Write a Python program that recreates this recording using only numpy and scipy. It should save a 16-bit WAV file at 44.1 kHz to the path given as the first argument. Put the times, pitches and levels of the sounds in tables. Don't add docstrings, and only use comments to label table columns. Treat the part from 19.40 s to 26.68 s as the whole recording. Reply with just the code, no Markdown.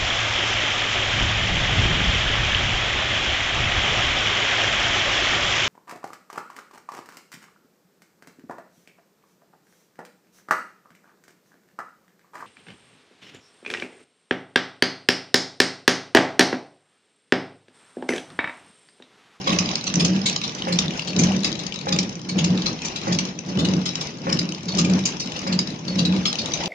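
import sys
import numpy as np
from scipy import signal
from scipy.fft import rfft, irfft, next_fast_len
from scipy.io import wavfile
from scipy.ndimage import uniform_filter1d, map_coordinates

SR = 44100
rng = np.random.default_rng(int(sys.argv[2]) if len(sys.argv) > 2 else 0)


def store_pcm(level_fs):
    pcm = np.round(np.clip(level_fs, -1, 1) * 32767).astype(np.int16)
    wavfile.write(sys.argv[1], SR, np.atleast_2d(pcm).T)


N = 321048
LAG = 19
LEFT_RIGHT = np.array([[.5], [-.5]])


def amp(db):
    return 10 ** (np.asarray(db) / 20)


def unit(x):
    return x / np.sqrt(np.mean(x ** 2, axis=-1, keepdims=True) + 1e-20)


def along(points, hz):
    f, v = np.transpose(points)
    return np.interp(np.log(hz + 1), np.log(f + 1), v)


def curves(rows):
    s, *cols = np.transpose(rows)
    return [np.interp(np.arange(N) / SR, s, c) for c in cols]


FIRST_S, PACK_S = .071, 1.199


def in_cycle(s):
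    return (s - FIRST_S) % PACK_S


def cycle(rows):
    s, *cols = np.transpose(rows)
    return [np.interp(in_cycle(np.arange(N) / SR), s, c, period=PACK_S) for c in cols]


def wobble(rate):
    knots = rng.standard_normal(int(N * rate / SR) + 4)
    return map_coordinates(knots, [np.arange(N) * rate / SR])


def filtered(x, response):
    m = next_fast_len(x.shape[-1] + 2048)
    spectrum = rfft(x, m) * response(np.fft.rfftfreq(m, 1 / SR))
    return irfft(spectrum, m)[..., :x.shape[-1]]


# frequency in Hz, left-right likeness from 0 to 1.
ALIKE = [(30, 0.85), (150, 0.97), (300, 0.86), (600, 0.68), (1200, 0.53), (5000, 0.13)]


def pair(noise, colour_db, direct=1):
    def mix(hz):
        likeness = np.clip(along(ALIKE, hz), 0, 1) ** direct
        angle = np.arccos(likeness) / 2
        return amp(colour_db(hz)) * np.array([np.cos(angle), np.sin(angle)])

    def late(hz):
        share = np.clip(hz / 900 - .6, 0, 1)
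        return np.exp(-2j * np.pi * hz * LAG / SR * share)

    mid, side = np.moveaxis(filtered(noise, mix), -2, 0)
    return unit(np.stack([filtered(mid + side, late), mid - side], axis=-2))


def late_left(sound):
    return np.array([np.roll(sound, LAG), sound])


def add(track, s, sound):
    part = track[..., round(s * SR):][..., :sound.shape[-1]]
    part += sound[..., :part.shape[-1]]


def ring(modes, t, extra_db):
    hz, db, t60 = np.transpose(modes)[..., None]
    phase = rng.uniform(0, 2 * np.pi, hz.shape)
    return np.sum(amp(db + extra_db - 60 * t / t60) * np.sin(2 * np.pi * hz * t + phase), axis=0)


# seconds after the jaw blow, groan pitch in Hz, groan level in dB, casing rumble level in dB.
DRIVE = [(0, 187, -32, -35.5), (.03, 186.3, -23, -29.5), (.075, 180.7, -18, -30),
         (.145, 183.2, -20.5, -34.5), (.235, 189.2, -28, -35.5), (.36, 174.7, -41, -42.5),
         (.42, 181.6, -29, -35), (.475, 189, -25.5, -37), (.505, 184.1, -14.5, -27),
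         (.555, 171.7, -15, -26), (.645, 186, -13, -29), (.70, 187.9, -18.5, -28),
         (.755, 188.8, -22.5, -34.5), (.80, 187.7, -34, -33.5), (.9, 174, -38.5, -38.5),
         (1.0, 186.3, -35.5, -37), (1.05, 178, -46.5, -40.5), (1.17, 185.6, -37, -39)]
# seconds after the jaw blow, depth from 0 to 1.
DIPS = [(.115, 1), (0.201, 1), (.265, 0.9), (0.456, 0.5), (0.531, .6), (0.607, .75)]
DIP_S = .014
# frequency in Hz, relative level in dB.
CASING = [(15, -72.5), (25, -59), (54, -48.5), (79, -27), (135, -10.5), (179, 12), (249, -12.5),
          (323, -13.5), (405, -20), (544, -22.5), (706, -30.5), (812, -33), (1600, -36), (2080, -48.5),
          (3520, -120)]


def drive():
    hz, groan_db, rumble_db = cycle(DRIVE)
    turn = 2 * np.pi * np.cumsum(hz + 6 * wobble(30)) / SR
    t = in_cycle(np.arange(N) / SR)
    beat = amp(1.53 * wobble(25))
    for s, depth in DIPS:
        beat = beat * (1 - depth * np.exp(-((t - s) / DIP_S) ** 2))
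    second_tooth = amp(-21) * np.sin(turn / 2)
    uneven_teeth = amp(-18) * np.sin(1.7 * turn)
    groan = unit(beat * np.sin(turn) + second_tooth + uneven_teeth)

    def colour(f):
        gap_db = 20 * np.exp(-((f - 185) / 30) ** 2)
        return along(CASING, f) - gap_db

    rumble = pair(rng.standard_normal((2, N)), colour)
    rumble_level = amp(rumble_db + 3.5 + 1.83 * wobble(20))
    return amp(groan_db - 4.5) * groan + rumble_level * rumble


# time in seconds, level in dB before the load on the drive and a trim are added.
RUNNING = [(0.0, -36), (0.34, -33.5), (1.01, -37.5), (1.86, -37.5), (2.94, -43.5), (3.08, -38), (3.73, -35),
           (3.95, -45), (4.46, -39), (4.66, -41), (6.04, -37), (6.43, -40), (6.77, -38), (7.28, -32)]
RUNNING_FOLLOWS = 0.25


def running_db():
    rumble_db = cycle(DRIVE)[-1]
    return curves(RUNNING)[0] + RUNNING_FOLLOWS * (rumble_db - rumble_db.mean())


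# time in seconds, left-right difference in dB of the cams, the same of the chain links,
# level in dB of the faint ticks over the running noise.
TURN = [(0, -3.5, 0, 7.5), (1.001, 1.5, -1.5, 6.5), (1.45, 0, -1, 16.5), (1.65, 10, 9, 9),
        (1.85, -2, 8, 7.5), (2.3, 8, 9.5, 8.5), (2.6, 0, 5, 12), (3.2, 3.5, 3.5, 2.5), (4.2, 2.5, 6.5, 3),
        (5.401, 3.5, 4.5, 10), (6.2, 2, 7, 4), (7.28, 3.5, 4, 1)]
# frequency in Hz, relative level in dB.
CHAIN = [(530, 3), (900, 2), (1540, -4), (2670, 0), (3570, -3), (4530, -5.5), (5530, 0), (6820, -10.5),
         (7390, -26), (8000, -31.5), (8930, -26.5), (9480, -27), (9770, -53.5), (12700, -76.5),
         (21500, -120)]


def chain():
    ticks = (rng.random(N) < 140 / SR) * rng.uniform(0, 1, N) ** 2
    tick_decay = amp(-60 * np.arange(1500) / SR / 0.065)
    throb = 1 + 0.5 * signal.fftconvolve(ticks, tick_decay)[:N]
    z = signal.stft(rng.standard_normal((2, N)), nperseg=256)[2]
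    patches = uniform_filter1d(rng.standard_normal(z.shape[1:]), size=2, axis=0)
    patches = uniform_filter1d(patches, size=8, axis=1)
    noise = signal.istft(z * amp(3 * patches / patches.std()), nperseg=256)[1][:, :N]
    link_db = curves(TURN)[1]
    sway = amp(2.24 * wobble(14) + .4 * LEFT_RIGHT * link_db)
    rustle = pair(noise, lambda f: along(CHAIN, f))
    return amp(running_db() + 1.74) * sway * unit(throb) * rustle


# time in seconds, relative strength in dB, extra strength in dB of the fourth carrier mode, then of the fifth.
JAWS = [(0.071, -19, -25, -9), (1.27, -21.5, -9, -22), (2.468, -22.5, -5.5, -27.5), (3.669, -22, -11, -20),
        (4.867, -20, -32.5, -18), (6.065, -23, -20.5, -22)]
# frequency in Hz, width in Hz, relative strength in dB.
JAW = [(368, 32, -15), (531, 11.6, 4), (568, 7.8, 1), (822, 6.8, 17), (1110, 40, 19), (1100, 840, -8.5),
       (2240, 770, -7.5)]
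OPEN_S, OPEN_LASTS_S = .41, .24
OPEN_DB = -31.5


def carrier(extra_db):
    def response(f):
        total = 0
        for k, (c, wide, db) in enumerate(JAW):
            mode = 1j * f * wide / (c * c - f * f + 1j * f * wide + 1)
            total = total + (-1) ** k * amp(db + extra_db[k]) * mode
        return total
    return response


def jaws():
    out, t = np.zeros(N), np.arange(SR // 3) / SR
    for s, db, fourth_db, fifth_db in JAWS:
        grind = amp(db + 6 - 34 * (t / 0.12) ** 4) * (1 - np.exp(-t / 0.0044)) * rng.standard_normal(len(t))
        blow = amp(db + 23.5) * np.exp(-((t - .002) / 0.00024) ** 2)
        rub_shape = np.sin(np.pi * np.clip(t / OPEN_LASTS_S, 0, 1)) ** .5
        rub = amp(OPEN_DB) * rub_shape * rng.standard_normal(len(t))
        add(out, s, filtered(grind + blow, carrier([0, 0, 0, fourth_db, fifth_db, 0, 0])))
        add(out, s + OPEN_S, filtered(rub, carrier([-12, 12, 3.5, -25, -27.5, -14, -16.5])))
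    return late_left(out)


# seconds after the jaw blow, rise in seconds, time to fall by 60 dB in seconds.
CAMS = [(.02, 0.011, 0.035), (.062, .006, 0.07), (.121, .0014, 0.045), (.42, 0.0074, 0.086),
        (.525, .009, 0.092), (.58, 0.0046, 0.058), (.79, 0.0039, 0.13), (.96, 0.0041, 0.095),
        (1.09, 0.0039, .08)]
# time of the peak in seconds, level in dB before a small trim, brightest frequency in Hz.
BLOWS = [(0.0812, -19.5, 3470), (.131, -22, 2720), (0.1884, -12.5, 5350), (0.4732, -19.5, 3870),
         (0.6051, -16, 3390), (0.6511, -13.5, 5830), (0.8618, -14, 3770), (1.04, -20.5, 3900),
         (1.1862, -32, 3730), (1.2900, -29, 3040), (1.3299, -20, 4690), (1.3886, -10.5, 5430),
         (1.68, -26, 4300), (1.797, -16, 6900), (1.839, -17, 5760), (2.047, -17.5, 3910),
         (2.193, -28, 4030), (2.4926, -25, 4530), (2.529, -18, 4640), (2.5888, -12.5, 5500),
         (2.895, -26, 4500), (2.9908, -20.5, 2850), (3.0463, -18.5, 6000), (3.2629, -17.5, 4020),
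         (3.452, -21, 6500), (3.562, -21, 3350), (3.684, -31.5, 5360), (3.7293, -21, 5050),
         (3.7881, -13.5, 5800), (4.09, -34, 4470), (4.1963, -21.5, 3250), (4.2522, -19, 3780),
         (4.4593, -22, 4100), (4.614, -23.5, 4820), (4.9025, -26.5, 2630), (4.929, -19, 4920),
         (4.991, -14.5, 5180), (5.2893, -24.5, 4800), (5.3919, -15, 6500), (5.451, -21.5, 5700),
         (5.6575, -16.5, 6500), (5.8024, -22, 5680), (5.965, -28.5, 3200), (6.0788, -26, 5430),
         (6.1301, -19.5, 4560), (6.1912, -12.5, 5430), (6.484, -27.5, 3990), (6.594, -19, 4120),
         (6.6554, -19, 4000), (6.8571, -18.5, 3650), (6.9889, -20, 4470), (7.1394, -19, 5330)]
# time of the peak in seconds, level in dB before a small trim, brightest frequency in Hz.
TICKS = [(0.0946, -16.5, 2240), (0.104, -18, 3810), (0.1635, -27, 2280), (.2591, -20, 5300),
         (0.2904, -22.5, 3360), (.314, -20, 5170), (0.3556, -14, 5280), (0.412, -26, 4420),
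         (.4414, -25, 6050), (0.5, -24, 3240), (0.541, -15.5, 6220), (0.5566, -14.5, 6370),
         (.682, -23.5, 5770), (0.704, -29, 5500), (.735, -28, 4650), (0.7638, -22.5, 3140),
         (0.8982, -16.5, 6250), (.9298, -20, 5530), (0.9627, -14.5, 5940), (1.016, -19.5, 3410),
         (1.0788, -21.5, 5100), (1.0947, -22.5, 2650), (1.252, -28, 4940), (1.3592, -25, 5270),
         (1.4225, -23.5, 2580), (1.4592, -26.5, 4520), (1.482, -25.5, 3747), (1.5085, -24, 2780),
         (1.5376, -29, 3000), (1.595, -20, 2430), (1.6218, -28.5, 4440), (1.6493, -31, 2530),
         (1.7056, -30, 3570), (1.733, -27, 2500), (1.765, -20.5, 5050), (1.8176, -21.5, 6630),
         (1.8708, -23, 4000), (1.9205, -23, 3100), (1.9653, -24, 5700), (2.0344, -25, 3830),
         (2.1183, -27, 3880), (2.1282, -25, 5200), (2.267, -21.5, 4980), (2.324, -26, 2840),
         (2.3416, -26.5, 4970), (2.3902, -28, 3760), (2.5637, -21.5, 2410), (2.6314, -21, 5700),
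         (2.6938, -27, 5930), (2.7274, -28.5, 5970), (2.7552, -30, 6100), (3.105, -25, 4470),
         (3.1765, -25, 3730), (3.221, -22, 4670), (3.3305, -28, 5660), (3.42, -27, 6100),
         (3.749, -23, 5200), (3.853, -23, 5270), (3.9902, -25, 5700), (4.174, -24, 3060),
         (4.2872, -22, 5060), (4.3369, -22.5, 4980), (4.4916, -24, 5130), (4.5558, -19, 5100),
         (4.6715, -25.5, 5000), (5.091, -24, 4920), (5.1224, -25, 2850), (5.1482, -27.5, 5020),
         (5.2566, -31.5, 5400), (5.351, -22.5, 6500), (5.374, -23, 5470), (5.5367, -23, 5840),
         (5.5915, -24, 5940), (5.769, -29.5, 6140), (5.921, -25, 3100), (6.2738, -24.5, 4980),
         (6.558, -24.5, 3780), (6.7647, -24.5, 3990), (6.9295, -19.5, 3580), (6.9563, -23, 2830),
         (7.018, -27, 4400), (7.06, -20, 3390), (7.12, -24, 4660), (7.1748, -26.5, 2940),
         (7.2373, -21, 3550), (7.2588, -20, 5100)]
TICK_RISE_S, TICK_T60_S = .0013, 0.024
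LINK_S, FAINT_SPREAD_DB = .029, 3.5


def contact_rows():
    turn_s, cam_db, link_db, faint_db = np.transpose(TURN)
    s, db, hz = np.transpose(BLOWS)
    nearest = np.argmin(abs(in_cycle(s)[:, None] - np.transpose(CAMS)[0]), axis=1)
    cam = np.array(CAMS)[nearest]
    blows = np.c_[s, db, hz, cam[:, 1:], np.interp(s, turn_s, cam_db)]

    chance = rng.standard_normal((round(N / SR / LINK_S), 3))
    s = LINK_S * (np.arange(len(chance)) + .5 + .25 * chance[:, 0])
    s = np.clip(s, 0, N / SR - .01)
    db = running_db()[(s * SR).astype(int)] + np.interp(s, turn_s, faint_db) + FAINT_SPREAD_DB * chance[:, 1]
    hz = np.clip(4100 * np.exp(.3 * chance[:, 2]), 2300, 6000)
    faint = np.c_[s, db, hz]
    listed_s = np.r_[blows[:, 0], np.transpose(TICKS)[0]]
    free = np.min(abs(s[:, None] - listed_s), axis=1) > .018

    ticks = np.r_[TICKS, faint[free]]
    shape = np.tile([TICK_RISE_S, TICK_T60_S], (len(ticks), 1))
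    ticks = np.c_[ticks, shape, np.interp(ticks[:, 0], turn_s, link_db)]
    return np.r_[blows, ticks]


# frequency in Hz, relative level in dB.
CLACK = [(710, -21.5), (1200, -3.5), (1620, -13.5), (2510, -0.5), (3560, -2), (5720, -1), (6700, -4),
         (7310, -9), (7980, -21), (8790, -15.5), (9770, -41.5), (12700, -67), (21500, -120)]
# frequency in Hz, relative level in dB, time to fall by 60 dB in seconds.
STEEL = [(2460, -17.5, 0.068), (3000, 2, .1), (3905, 8.5, 0.066), (4530, -2.5, 0.076), (5300, -3.5, .12),
         (5660, -24.5, 0.14), (6000, -5.5, .1), (6500, -29.5, .12), (7000, -13.5, 0.11)]


def contacts():
    out, t = np.zeros((2, N)), np.arange(SR // 9) / SR
    s, db, hz, rise, t60, pan_db = np.transpose(contact_rows())[..., None, None]
    peaks = rng.standard_normal((len(s), 50))

    def near_db(f):
        return 8 * np.exp(-(np.log((f + 1) / hz) / 0.22) ** 2)

    def own_db(f):
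        return 5.6 * np.array([np.interp(f, 200 * np.arange(50), row) for row in peaks])[:, None]

    noise = rng.standard_normal((len(s), 2, len(t)))
    scrape = pair(noise, lambda f: along(CLACK, f) + near_db(f) + own_db(f), direct=0.93)
    rebounds = uniform_filter1d(rng.standard_normal((len(s), 1, len(t))), size=90)
    grain = amp(1.83 * unit(rebounds))
    lead = 1.5 * rise
    build_up = np.sin(np.pi / 2 * t / lead) ** 2
    scrape = scrape * grain * np.where(t < lead, build_up, amp(-60 * (t - lead) / t60))
    chance_db = rng.normal(0, 3, (len(s), len(STEEL), 1))
    mode_db = near_db(np.transpose(STEEL)[0][:, None]) + chance_db - 23.5
    for k in range(len(s)):
        steel = ring(STEEL, t, mode_db[k]) * np.clip(t / lead[k, 0], 0, 1)
        steel = np.array([np.pad(steel, (LAG, 0))[:len(t)], steel])
        sides = amp(db[k] - 0.81 + LEFT_RIGHT * pan_db[k])
        start = max((s[k] - lead[k]).item(), 0)
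        add(out, start, sides * (scrape[k] + steel))
    return out


# time in seconds, level in dB of the low note, of the middle note and of the high note.
PLATE = [(.08, -23, -52, -40), (0.862, -28, -22.5, -40), (1.678, -48, -30, -56), (2.045, -28, -46.5, -31),
         (2.89, -53, -34, -52), (3.26, -38, -35, -49), (4.09, -62, -39, -41), (4.46, -28, -36, -26),
         (5.288, -50, -23.5, -42), (5.801, -34, -32, -24.5), (6.49, -43, -28, -47), (6.65, -22, -45, -52),
         (6.86, -39, -30.5, -17), (6.99, -45, -29, -29)]
# frequency in Hz, around which the note wavers.
PLATE_HZ = [3890, 4390, 5250]
PLATE_T60_S = 0.2


def plate():
    strength, t = np.zeros((3, N)), np.arange(SR // 3) / SR
    for s, *note_db in PLATE:
        decay = amp(np.array(note_db)[:, None] - 60 * t / PLATE_T60_S)
        add(strength, s, decay * (1 - np.exp(-t / 0.0017)))
    notes = []
    for hz in PLATE_HZ:
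        roughness = amp(4.3 * wobble(110))
        turn = 2 * np.pi * np.cumsum(hz + 20 * wobble(50)) / SR
        notes.append(roughness * np.sin(turn))
    return late_left(np.sum(strength * notes, axis=0))


# frequency in Hz, time to fall by 60 dB in seconds.
HALL = [(200, 0.1), (2000, 0.34), (8000, 0.088)]


def hall(x):
    hz, t, z = signal.stft(rng.standard_normal((2, SR // 2)), SR, nperseg=256)
    decay = amp(-60 * t / along(HALL, hz)[:, None])
    tail = signal.istft(z * decay, SR, nperseg=256)[1]
    delayed = np.pad(x, ((0, 0), (500, 0)))
    return signal.fftconvolve(delayed, tail / np.linalg.norm(tail[0]), axes=1)[:, :N]


def scene():
    blows = contacts() + jaws() + plate()
    return blows + amp(-10) * hall(blows) + drive() + chain()


NOTCH_HZ, NOTCH_WIDE_HZ, NOTCH_DB = 8056, 345, -9.5
TOP_HZ = 9930


def record(dry):
    soft = dry / (1 + np.abs(dry / .62) ** 6) ** (1 / 6)

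    def response(hz):
        dip = amp(NOTCH_DB * np.exp(-((hz - NOTCH_HZ) / NOTCH_WIDE_HZ) ** 2))
        bass_cut = 1 / np.sqrt(1 + (50 / (hz + 1)) ** 6)
        return (hz < TOP_HZ) * dip * bass_cut

    return filtered(soft, response)


dry = scene()
out = record(dry)
store_pcm(out)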